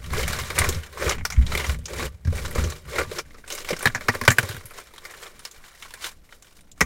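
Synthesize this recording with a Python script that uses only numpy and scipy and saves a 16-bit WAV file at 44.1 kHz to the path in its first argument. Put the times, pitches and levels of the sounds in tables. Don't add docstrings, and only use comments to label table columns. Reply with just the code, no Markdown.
import sys
import numpy as np
from scipy import signal
from scipy.fft import rfft, irfft, next_fast_len
from scipy.io import wavfile
from scipy.ndimage import uniform_filter1d, map_coordinates

SR = 44100
rng = np.random.default_rng(int(sys.argv[2]) if len(sys.argv) > 2 else 0)


def inscribe(sig):
    pcm = np.round(np.clip(np.atleast_2d(sig).T, -1, 1) * 32767)
    wavfile.write(sys.argv[1], SR, pcm.astype(np.int16))


N = 302085
TIME_S = np.arange(N) / SR


def amp(db):
    return 10 ** (np.asarray(db) / 20)


def unit_rms(x):
    return x / np.sqrt(np.mean(x ** 2, axis=-1, keepdims=True) + 1e-20)


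def contour(points):
    return np.interp(TIME_S, *np.transpose(points))


def wobble(rate_hz):
    return map_coordinates(rng.standard_normal(int(N * rate_hz / SR) + 4), [TIME_S * rate_hz])


def noise(spectrum, shape=(N,), centre_hz=None, octaves=1, lift_db=0):
    hz = np.fft.rfftfreq(shape[-1], 1 / SR) + 1
    knot_hz, knot_db = np.transpose(spectrum)
    gain_db = np.interp(np.log(hz), np.log(knot_hz), knot_db, left=-120, right=-120)
    if centre_hz is not None:
        gain_db = gain_db + lift_db * np.exp(-0.5 * (np.log2(hz / centre_hz) / octaves) ** 2)
    return unit_rms(irfft(rfft(rng.standard_normal(shape)) * amp(gain_db), shape[-1]))


def place(start_s, sounds):
    at = np.round(start_s * SR).astype(int).reshape(-1, 1) + np.arange(sounds.shape[1])
    return np.bincount(at.ravel(), sounds.ravel(), N + sounds.shape[1])[:N]


# frequency_hz, density_db
HISS_SPECTRUM = [(7.1, -25), (12, 2), (35, 13.5), (309, -6.5), (599, -3), (834, -6.5), (2180, -44.5),
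                 (4490, -43.5), (6260, -41.5), (14500, -23.5), (15900, -28)]


def room_hiss():
    return amp(-62.5) * noise(HISS_SPECTRUM)


# time_s, level_db
HUM_LEVELS = [(0.0, -40), (0.17, -27), (0.266, -27), (0.472, -32), (0.689, -29), (0.77, -31), (0.842, -46),
              (0.994, -43), (1.038, -35.5), (1.225, -29), (1.3, -42), (1.36, -33), (1.385, -22.5),
              (1.648, -33.5), (1.713, -24.5), (1.861, -43), (2.028, -29), (2.09, -41), (2.24, -44),
              (2.272, -23.5), (2.404, -34), (2.56, -29.5), (2.692, -31.5), (2.755, -35), (2.831, -45),
              (2.99, -35.5), (3.292, -55)]
# frequency_hz, density_db
HUM_SPECTRUM = [(7.1, -39.5), (12, 6.5), (33, -29), (59, -2), (75, -0.5), (114, -12.5), (161, -9),
                (198, -22.5), (235, -17), (300, -35.5), (390, -52.5), (660, -120)]


def table_hum():
    pressed = TIME_S < HUM_LEVELS[-1][0]
    return amp(contour(HUM_LEVELS) + 2.3 * wobble(rate_hz=17)) * pressed * noise(HUM_SPECTRUM)


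# full_on_s, rise_s, hold_s, fall_s, level_db, fizz_db, squelch_db
SQUEEZES = [(0.167, 0.088, 0.043, 0.095, -26, -4, -3), (0.345, 0.3, 0.015, 0.41, -30.5, -2, -6),
            (.56, 0.12, .01, .1, -33.5, -5, -2), (0.591, 0.056, 0.014, 0.27, -24.5, -4.5, -5),
            (1.037, 0.1, 0.075, 0.069, -25, -6, 1), (1.323, 0.086, 0.011, .2, -42, -8, -20),
            (1.537, .17, 0.19, 0.057, -32.5, -3, -2.5), (1.909, 0.02, 0.039, 0.21, -40, -2, 3.5),
            (2.003, 0.17, 0.065, 0.023, -31.5, -3, 1.5), (2.277, .03, .04, 0.11, -47.5, -4, -11),
            (2.36, 0.063, 0.093, 0.063, -37, -1.5, -3), (2.554, 0.207, 0.086, 0.19, -34, -3.5, -0.5),
            (2.714, 0.17, 0.047, 0.12, -51, 3.5, 0), (2.905, 0.056, .02, .1, -42.5, 0, 1),
            (3.005, 0.13, 0.0057, 0.054, -24.5, -5.5, 3.5), (3.192, .16, 0.0078, 0.028, -32.5, -1.5, -0.5),
            (3.519, .06, .02, 0.33, -38, 1, 0), (3.705, .06, 0.0066, 0.04, -33, -1.5, -6),
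            (3.838, .15, .01, .1, -35.5, -2, -1), (4.15, .3, 0.0063, .2, -38.5, -3, -5),
            (4.442, .3, 0.024, 0.26, -39, -1, -0.5), (4.784, 0.069, .005, 0.075, -36.5, -2.5, -7.5),
            (5.041, .06, 0.013, 0.42, -45, -3, -5), (5.229, 0.17, .01, 0.14, -40, -3.5, -5),
            (5.461, 0.042, .005, 0.039, -44.5, 3, -19), (5.665, 0.28, .01, 0.24, -49, -2, -16),
            (5.841, 0.15, 0.0043, 0.16, -45, -0.5, -10), (5.944, 0.034, .005, 0.06, -43, -5.5, -20),
            (6.047, .07, 0.0073, 0.083, -32, 1, -9), (6.338, .2, 0.0052, .15, -57.5, 2.5, -0.5),
            (6.47, 0.12, .005, .2, -57, 0.5, -6), (6.571, 0.061, .005, 0.066, -54.5, 3, -4),
            (6.799, 0.056, .04, .1, -53.5, -1, -16)]
# time_s, level_db
CREEP_LEVELS = [(0, -49.5), (.9, -54), (1.25, -58), (1.8, -76), (2.2, -65), (2.5, -65), (2.83, -95),
                (3.3, -55.5), (3.65, -58), (4.05, -48.5), (4.65, -53.5), (5.55, -55), (6.0, -65.5),
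                (6.2, -66.5), (6.85, -68)]


def kneading():
    swing_db = 25
    t = np.arange(0, N + 64, 64) / SR
    full_on_s, rise_s, hold_s, fall_s, level_db, fizz_db, squelch_db = np.transpose(SQUEEZES)[..., None]
    before = np.maximum(full_on_s - t, 0) / rise_s
    after = np.maximum(t - full_on_s - hold_s, 0) / fall_s
    squeeze_db = level_db - swing_db * (before + after)

    def gain(offset_db, creep_db):
        power = np.sum(amp(squeeze_db + offset_db) ** 2, axis=0)
        return np.sqrt(np.interp(TIME_S, t, power) + amp(contour(CREEP_LEVELS) + creep_db) ** 2)

    return gain(0, creep_db=0), gain(fizz_db, creep_db=-2.5), gain(squelch_db, creep_db=-3.5)


def swarm(rate_hz, spread_db, t60_s):
    onsets = rng.random(N) < rate_hz / SR
    sizes = onsets * amp(spread_db * np.minimum(rng.exponential(size=N), 4))
    t = np.arange(SR // 10) / SR
    power = signal.fftconvolve(sizes ** 2, amp(-60 * t / t60_s) ** 2)[:N]
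    power = np.abs(power) + 0.28 * np.mean(power)
    return np.sqrt(power / uniform_filter1d(power, SR // 6))


def bubbles(count, low_hz, high_hz, cycles, spread_db):
    when, pitch, size = rng.random((count, 3)).T[..., None]
    pitch_hz = low_hz * (high_hz / low_hz) ** pitch
    t = np.arange(400) / SR
    gain = amp(spread_db * np.minimum(-np.log(size), 4))
    rings = np.sin(2 * np.pi * pitch_hz * t) * amp(-60 * t * pitch_hz / cycles)
    return unit_rms(place(when * N / SR, gain * rings))


# frequency_hz, density_db
SQUELCH_SPECTRUM = [(200, -43.5), (300, -11.5), (350, 2), (461, 0), (593, 1), (679, -23.5), (756, -14),
                    (850, -21), (1100, -40)]
BODY_SPECTRUM = [(410, -29), (700, -6), (756, -5), (827, -4.5), (1160, -4), (1290, -8), (1420, -2),
                 (1740, -2.5), (2150, -4), (2510, -7), (2900, -26), (3770, -33.5), (6380, -120)]
FIZZ_SPECTRUM = [(2000, -28.5), (2700, -2.5), (3010, -4.5), (3360, -3.5), (4160, -2), (4660, -4.5),
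                 (5690, -4), (7000, -6), (9000, -11.5), (12000, -28)]
SIZZLE_SPECTRUM = [(4500, -21), (7000, -10.5), (9000, -0.5), (11000, -3), (13000, -4.5), (14700, -6),
                   (15900, -8)]


def crackle():
    body_gain, fizz_gain, squelch_gain = kneading()
    bursts = swarm(rate_hz=200, spread_db=4.5, t60_s=0.086)
    ticks = swarm(rate_hz=160, spread_db=0.5, t60_s=0.077)
    body_noise = noise(BODY_SPECTRUM)
    body_rings = bubbles(count=2500, low_hz=988, high_hz=2410, cycles=20, spread_db=3.5)
    body = bursts * (0.77 * body_noise + 0.51 * body_rings)
    fizz_rings = bubbles(count=4000, low_hz=2890, high_hz=9000, cycles=41, spread_db=5)
    fizz = bursts ** 0.67 * (0.94 * ticks ** 0.78 * noise(FIZZ_SPECTRUM) + 0.41 * fizz_rings)
    flicker = bursts ** 0.4 * ticks ** 0.53 * swarm(rate_hz=150, spread_db=3.5, t60_s=0.046) ** 0.49
    sizzle_noise = noise(SIZZLE_SPECTRUM)
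    sizzle_rings = bubbles(count=3000, low_hz=7500, high_hz=14000, cycles=90, spread_db=4.5)
    sizzle = flicker * (0.99 * sizzle_noise + 0.35 * sizzle_rings)
    squelch = amp(1.8 * wobble(rate_hz=30)) * bursts ** 0.28 * noise(SQUELCH_SPECTRUM)
    return (amp(-2.5) * body_gain * body
            + amp(-2) * fizz_gain * fizz
            + amp(-11) * fizz_gain ** 0.9 * sizzle
            + amp(-5.5) * squelch_gain * squelch)


# centre_hz, width_hz, lift_db
RESONANCES = [(336, 13, 1), (453, 45, 4), (613, 25, 4.5), (862, 60, -4), (1070, 37, 2.5), (1174, 14, 7),
              (1342, 32, 3.5), (1473, 55, 1.5), (1934, 76, 2.5), (2158, 60, 4), (2338, 54, 6),
              (2850, 33, 5), (3040, 50, 5), (3780, 74, 2.5), (4200, 150, -1), (5400, 200, 1.5),
              (6700, 210, 1), (6880, 39, 5), (7510, 70, 6), (8400, 50, -5.5), (9850, 140, -9.5)]


def resonant_space(sound):
    size = next_fast_len(N + SR // 4)
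    hz = np.fft.rfftfreq(size, 1 / SR)
    response = 1
    for centre_hz, width_hz, lift_db in RESONANCES:
        damping = 1j * hz * width_hz
        response += (amp(lift_db) - 1) * damping / (centre_hz ** 2 - hz ** 2 + damping)
    return irfft(rfft(sound, size) * response, size)[:N]


# start_s, cavity_db, cavity_hz, snap_hz, snap_db, tick_db, suck_db, decay_s
POPS = [(0.041, -44.5, 1910, 3000, -43, -55, -66.5, 0.085),
        (0.133, -29.5, 1140, 10700, -40, -37, -39, 0.094), (0.182, -43, 1390, 5440, -36, -47.5, -30, 0.098),
        (0.23, -32, 2200, 2900, -30, -40, -33, 0.1), (0.278, -30, 2050, 5700, -32, -30.5, -37, 0.1),
        (0.324, -35, 1450, 4030, -36, -41.5, -53.0, 0.062), (0.33, -30, 1450, 4000, -29.5, -38, -37, 0.093),
        (0.401, -39, 2150, 2900, -47, -50.5, -47, 0.078),
        (0.502, -27.5, 1130, 4100, -31, -37.5, -32.5, 0.087),
        (0.556, -38, 1130, 2900, -35.5, -45.5, -39.0, 0.059),
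        (0.587, -23, 2140, 8960, -18, -17.5, -36, 0.082),
        (0.616, -16.5, 1970, 2970, -34, -47.0, -45.5, 0.056),
        (0.644, -24.5, 1900, 3060, -34, -38.5, -44, 0.075),
        (0.689, -36.5, 1200, 6700, -24, -25.5, -23, 0.088),
        (0.725, -41.5, 2150, 3770, -33.5, -40.5, -37, 0.1),
        (0.746, -49.5, 1170, 5900, -33, -49.0, -51, 0.056),
        (0.833, -43, 1530, 2900, -40.5, -52.0, -57, 0.092), (0.927, -50.5, 1510, 3890, -49, -54, -62, 0.22),
        (1.023, -32.5, 1060, 5060, -36, -47.5, -27, 0.085),
        (1.094, -25.5, 1030, 6060, -18.5, -36.5, -41, 0.056),
        (1.121, -31, 2140, 2960, -29, -53.0, -43, 0.094),
        (1.182, -42.0, 2280, 2900, -48.5, -68.5, -54, 0.15),
        (1.208, -40.5, 2140, 2900, -64.5, -67, -46, 0.08),
        (1.251, -27, 1390, 5400, -23.5, -30.5, -37.5, 0.094),
        (1.302, -32.5, 1400, 5480, -30.5, -38, -44, 0.077), (1.322, -36, 2060, 6520, -37, -47, -65.0, 0.14),
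        (1.363, -46, 2240, 2900, -50, -72.0, -63, 0.15), (1.423, -46, 2310, 2900, -49.0, -66, -62, 0.12),
        (1.465, -43, 2290, 3750, -30.5, -64, -59, 0.074),
        (1.519, -27.5, 1190, 3970, -33, -48.5, -42, 0.099), (1.551, -20, 2070, 2840, -27, -30, -24, 0.041),
        (1.575, -31.5, 2200, 3550, -26.5, -32, -49.5, 0.079),
        (1.598, -34, 2130, 2900, -34.0, -52.0, -50.0, 0.15),
        (1.643, -27.0, 2080, 3740, -44, -45, -30, 0.062), (1.666, -36, 1080, 6180, -30.5, -51, -44, 0.059),
        (1.788, -56, 1140, 8760, -52, -49, -45, 0.069), (1.856, -49, 1210, 5970, -28.5, -47, -49.5, 0.078),
        (1.882, -40, 880, 6980, -43, -52, -43, 0.11), (2.001, -35, 1140, 3770, -36, -51, -46.0, 0.12),
        (2.025, -31.5, 1130, 6790, -40, -47, -29, 0.091),
        (2.249, -44, 1580, 5440, -46, -57.5, -46.5, 0.085),
        (2.272, -39, 1600, 5480, -45, -56, -38.5, 0.091), (2.325, -48, 990, 10220, -57, -50, -30.5, 0.1),
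        (2.354, -40, 2010, 7070, -48, -43, -54.5, 0.068), (2.381, -38, 2260, 2900, -49, -53.5, -35, 0.13),
        (2.449, -45, 1080, 3670, -48.5, -50, -40, 0.098),
        (2.51, -39.5, 1830, 11200, -50.5, -37.5, -47, 0.067),
        (2.556, -33.5, 1140, 6980, -44, -40, -24.5, 0.1), (2.58, -34, 1150, 7070, -43, -49, -43, 0.093),
        (2.638, -48, 1380, 6140, -36, -56.0, -28, 0.15), (2.701, -44, 1330, 6610, -34.5, -42, -56.5, 0.094),
        (2.721, -40.0, 1150, 3890, -40, -54.0, -41, 0.099), (2.932, -42, 2130, 3520, -42, -48, -37, 0.12),
        (2.958, -31.5, 2070, 4000, -37, -52.5, -44.5, 0.09),
        (2.983, -20.5, 1380, 2900, -34, -58, -42, 0.075), (3.047, -39, 1060, 2940, -51, -56, -51, 0.071),
        (3.113, -41, 1100, 3790, -40.0, -46, -31, 0.13), (3.185, -36.5, 1350, 5450, -30, -44.5, -38, 0.11),
        (3.306, -52, 2100, 3590, -58, -73, -56, 0.096), (3.344, -47.5, 1230, 4920, -53, -67, -48, 0.085),
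        (3.383, -57, 1220, 7510, -58, -72.5, -48.5, 0.12),
        (3.44, -43.5, 1520, 2900, -63, -70.5, -58.0, 0.068),
        (3.477, -46.5, 2600, 8200, -44, -46, -50.5, 0.15),
        (3.502, -40.5, 2600, 2900, -31, -41, -53.5, 0.095),
        (3.523, -43.0, 2150, 6140, -30.5, -35.5, -36, 0.092),
        (3.55, -39, 2170, 7160, -36, -34.5, -58, 0.085), (3.578, -38.5, 1250, 5590, -35, -52, -54, 0.1),
        (3.646, -42.0, 2230, 2900, -39, -44.5, -53, 0.12),
        (3.688, -32.5, 2180, 5060, -31, -37.5, -57, 0.14), (3.705, -28, 2230, 5410, -30, -40.5, -17, 0.098),
        (3.73, -27.5, 2080, 2980, -32.5, -41, -29, 0.078), (3.765, -39, 1590, 5590, -36, -46, -59.0, 0.085),
        (3.791, -47, 1340, 7260, -35.0, -38, -60.0, 0.08),
        (3.807, -34.0, 1500, 6980, -47.0, -51.5, -56, 0.061),
        (3.827, -33.5, 1130, 9430, -42, -30.0, -39, 0.11), (3.856, -13, 1730, 3950, -20, -28, -20, 0.076),
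        (3.871, -20.5, 1760, 3300, -26, -34, -34, 0.079),
        (3.899, -38, 1660, 7760, -55.0, -57.0, -56.0, 0.078),
        (3.948, -21.5, 1710, 6150, -31.5, -40.5, -36, 0.098),
        (3.958, -35, 1590, 4860, -40.5, -57, -44, 0.096),
        (3.976, -34, 1700, 5440, -48.0, -64.0, -43, 0.054),
        (4.009, -35, 1670, 3870, -43, -49.5, -32.5, 0.079),
        (4.084, -11, 1920, 5200, -23.0, -32.5, -22, 0.087),
        (4.138, -35.5, 1350, 2900, -49.5, -51, -37, 0.085),
        (4.149, -28.5, 1680, 4510, -42.5, -38.0, -26, 0.076),
        (4.213, -24.5, 1100, 4780, -30.5, -35, -22.5, 0.058),
        (4.236, -36.5, 1630, 10570, -41, -41, -34.5, 0.09),
        (4.251, -33, 1190, 5410, -32, -35.5, -44, 0.093), (4.278, -7, 1520, 2900, -12.5, -21.5, -15, 0.071),
        (4.303, -22, 1720, 7100, -22, -31.5, -27, 0.093),
        (4.315, -23, 1900, 6800, -32, -25.5, -42.0, 0.095),
        (4.384, -12.5, 1560, 2890, -19.5, -23, -26.0, 0.072),
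        (4.389, -39.5, 1460, 2900, -37, -38.5, -34.5, 0.12),
        (4.429, -32.5, 1520, 11100, -35, -38.5, -32, 0.079),
        (4.489, -38.5, 1530, 4140, -38.5, -39.5, -39, 0.18),
        (4.509, -40.5, 1510, 3200, -40, -46.0, -48.0, 0.16),
        (4.545, -39.5, 1510, 3250, -44.0, -48, -47, 0.13),
        (4.566, -40.5, 1520, 3380, -44, -43.0, -38, 0.082),
        (4.656, -54.5, 2070, 11000, -51, -39, -61.5, 0.14), (4.708, -44, 1280, 11000, -56, -47, -49, 0.11),
        (4.937, -51.5, 940, 3640, -51, -52.5, -53, 0.11),
        (4.98, -43.5, 1080, 3630, -38.5, -49.5, -52.5, 0.062),
        (5.051, -41.0, 2070, 4890, -42.5, -45, -54.0, 0.11), (5.109, -53, 1800, 5780, -52, -48, -51, 0.13),
        (5.138, -43.5, 1760, 2980, -48, -63.0, -56, 0.1), (5.227, -44.0, 1330, 7460, -45, -49.5, -57, 0.11),
        (5.267, -53, 1190, 4760, -56.5, -59.5, -60.5, 0.07),
        (5.393, -51, 1260, 9560, -46.5, -48, -65, 0.12), (5.451, -35, 1640, 5150, -30.0, -39, -50, 0.065),
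        (5.512, -69, 2600, 6980, -46.5, -50, -71, 0.14), (5.749, -54, 2000, 5800, -56, -56, -72, 0.085),
        (5.824, -44, 2210, 3120, -41.5, -49, -62.5, 0.11), (5.906, -50.5, 940, 3080, -45, -51, -60, 0.096),
        (5.938, -41.5, 1650, 9100, -40, -39, -50, 0.085), (6.042, -32.5, 1570, 3420, -30, -41, -49.0, 0.1),
        (6.291, -50, 2090, 2900, -63.5, -67.0, -76.5, 0.058),
        (6.324, -45, 1390, 2850, -46.5, -59, -54, 0.074), (6.423, -54, 1480, 7020, -49, -53, -61, 0.1),
        (6.608, -65, 2260, 9490, -54, -53, -75.0, 0.081), (6.715, -70.5, 2600, 7170, -46, -54, -65, 0.075),
        (6.777, -54, 1410, 7410, -57.5, -63.5, -77.0, 0.077),
        (6.807, -18.5, 1960, 6260, -22.5, -26.5, -28, 0.088),
        (6.812, -14.5, 1960, 6400, -20.5, -37.5, -19, 0.078)]


def pops():
    columns = np.transpose(POPS)[..., None]
    start_s, cavity_db, cavity_hz, snap_hz, snap_db, tick_db, suck_db, decay_s = columns
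    t = np.arange(6000) / SR
    shape = (len(POPS), len(t))

    def envelope(rise_s, direct, tail, tail_db):
        fall_db = -60 * t / decay_s
        return (1 - np.exp(-t / rise_s)) * (amp(fall_db / direct) + amp(tail_db + fall_db / tail))

    glide = t + 0.32 * 0.0023 * (1 - np.exp(-t / 0.0015))
    ring = 2.1 * np.sin(2 * np.pi * cavity_hz * glide)
    ring *= envelope(rise_s=0.0015, direct=0.36, tail=1, tail_db=-29.5)
    spray = 3.75 * noise(BODY_SPECTRUM, shape, cavity_hz, octaves=0.1, lift_db=8.5)
    spray *= envelope(rise_s=0.00075, direct=0.41, tail=0.8, tail_db=-2.5)
    snap = 0.93 * noise(FIZZ_SPECTRUM, shape, snap_hz, octaves=0.2, lift_db=9.5)
    snap *= envelope(rise_s=0.00049, direct=0.58, tail=0.87, tail_db=-4.5)
    tick = 1.09 * noise(SIZZLE_SPECTRUM, shape, snap_hz, octaves=0.13, lift_db=10.5)
    tick *= envelope(rise_s=0.00018, direct=0.1, tail=0.9, tail_db=-1)
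    suck = 1.03 * noise(SQUELCH_SPECTRUM, shape)
    suck *= envelope(rise_s=0.0023, direct=0.68, tail=0.84, tail_db=-13)
    cavity = 0.68 * ring + 0.32 * spray
    pockets = amp(cavity_db) * cavity + amp(snap_db) * snap + amp(tick_db) * tick + amp(suck_db) * suck
    return place(start_s, pockets)


# start_s, level_db, pitch_hz, overtone_db
THUDS = [(0.106, -21, 68, -16), (0.204, -20, 62, -28), (.602, -16.5, 82.6, -19.5), (0.678, -17, 76.6, -17),
         (.76, -20, 80, -34), (1.061, -19, 67.6, -19), (1.374, -5.5, 61.5, -30), (1.686, -16, 68.4, -29),
         (1.98, -26, 61.4, -9.5), (2.045, -20, 64, -19), (2.252, -19, 110, -26),
         (2.273, -11.5, 77.3, -17.5), (2.579, -12.5, 72.8, -15.5), (2.655, -18, 72, -20),
         (2.979, -27.5, 75.5, -15), (3.07, -29.5, 84, -13.5), (3.699, -38.5, 70, -8),
         (3.724, -23.5, 161, -50), (3.858, -17, 109, -7), (3.872, -21.5, 122, -7), (3.95, -28, 110, -9.5),
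         (4.086, -18.5, 105, -3.5), (4.149, -31.5, 89, -8), (4.215, -27.5, 89, -1),
         (4.281, -8.5, 106.5, -14.5), (4.304, -16.5, 101, -6.5), (4.386, -19.5, 117, -12.5),
         (4.43, -22, 93, -16), (4.494, -25, 100, -33), (4.54, -30.5, 120, -12), (4.571, -32.5, 85, -17),
         (4.646, -36.5, 99, -25), (6.811, -16.5, 162, -15), (6.819, -23, 61, -10)]


def table_thuds():
    rise_cycles, t60_cycles, second_mode_hz = 0.5, 10.05, 240
    start_s, level_db, pitch_hz, overtone_db = np.transpose(THUDS)[..., None]
    t = np.arange(SR // 3) / SR
    cycles = pitch_hz * t
    glide = t + 0.5 * 0.0041 * (1 - np.exp(-t / 0.0057))
    fundamental = np.sin(2 * np.pi * pitch_hz * glide)
    overtone = amp(overtone_db) * np.sin(2 * np.pi * second_mode_hz * t)
    swell = 1 - np.exp(-(cycles / rise_cycles) ** 2)
    decay = amp(level_db + 4.5 - 60 * cycles / t60_cycles)
    return place(start_s, swell * decay * (fundamental + overtone))


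# time_s, level_db
RUMBLE_LEVELS = [(3.2, -49.5), (3.52, -50), (3.94, -39.5), (4.42, -47), (4.7, -52.5), (5.7, -55),
                 (6.03, -50), (6.15, -51), (6.54, -55.5), (6.85, -49.5)]
# frequency_hz, density_db
RUMBLE_SPECTRUM = [(7.1, -32), (12, 9.5), (19, 1.5), (38, -17.5), (60, -7.5), (98, -18), (203, -18.5),
                   (300, -21.5), (390, -40.5), (660, -120)]


def stretching_rumble():
    lifted = TIME_S > RUMBLE_LEVELS[0][0]
    return amp(contour(RUMBLE_LEVELS) + 2.9 * wobble(rate_hz=10)) * lifted * noise(RUMBLE_SPECTRUM)


def scene():
    airborne = amp(-1) * resonant_space(crackle() + pops())
    structure_borne = table_hum() + table_thuds() + stretching_rumble()
    return (airborne + structure_borne + room_hiss())[None]


def record(dry):
    rounded = dry / (1 + np.abs(dry) ** 8) ** (1 / 8)
    passband = np.fft.rfftfreq(N, 1 / SR) < 16791
    return irfft(rfft(rounded) * passband, N)


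dry = scene()
out = record(dry)
inscribe(out)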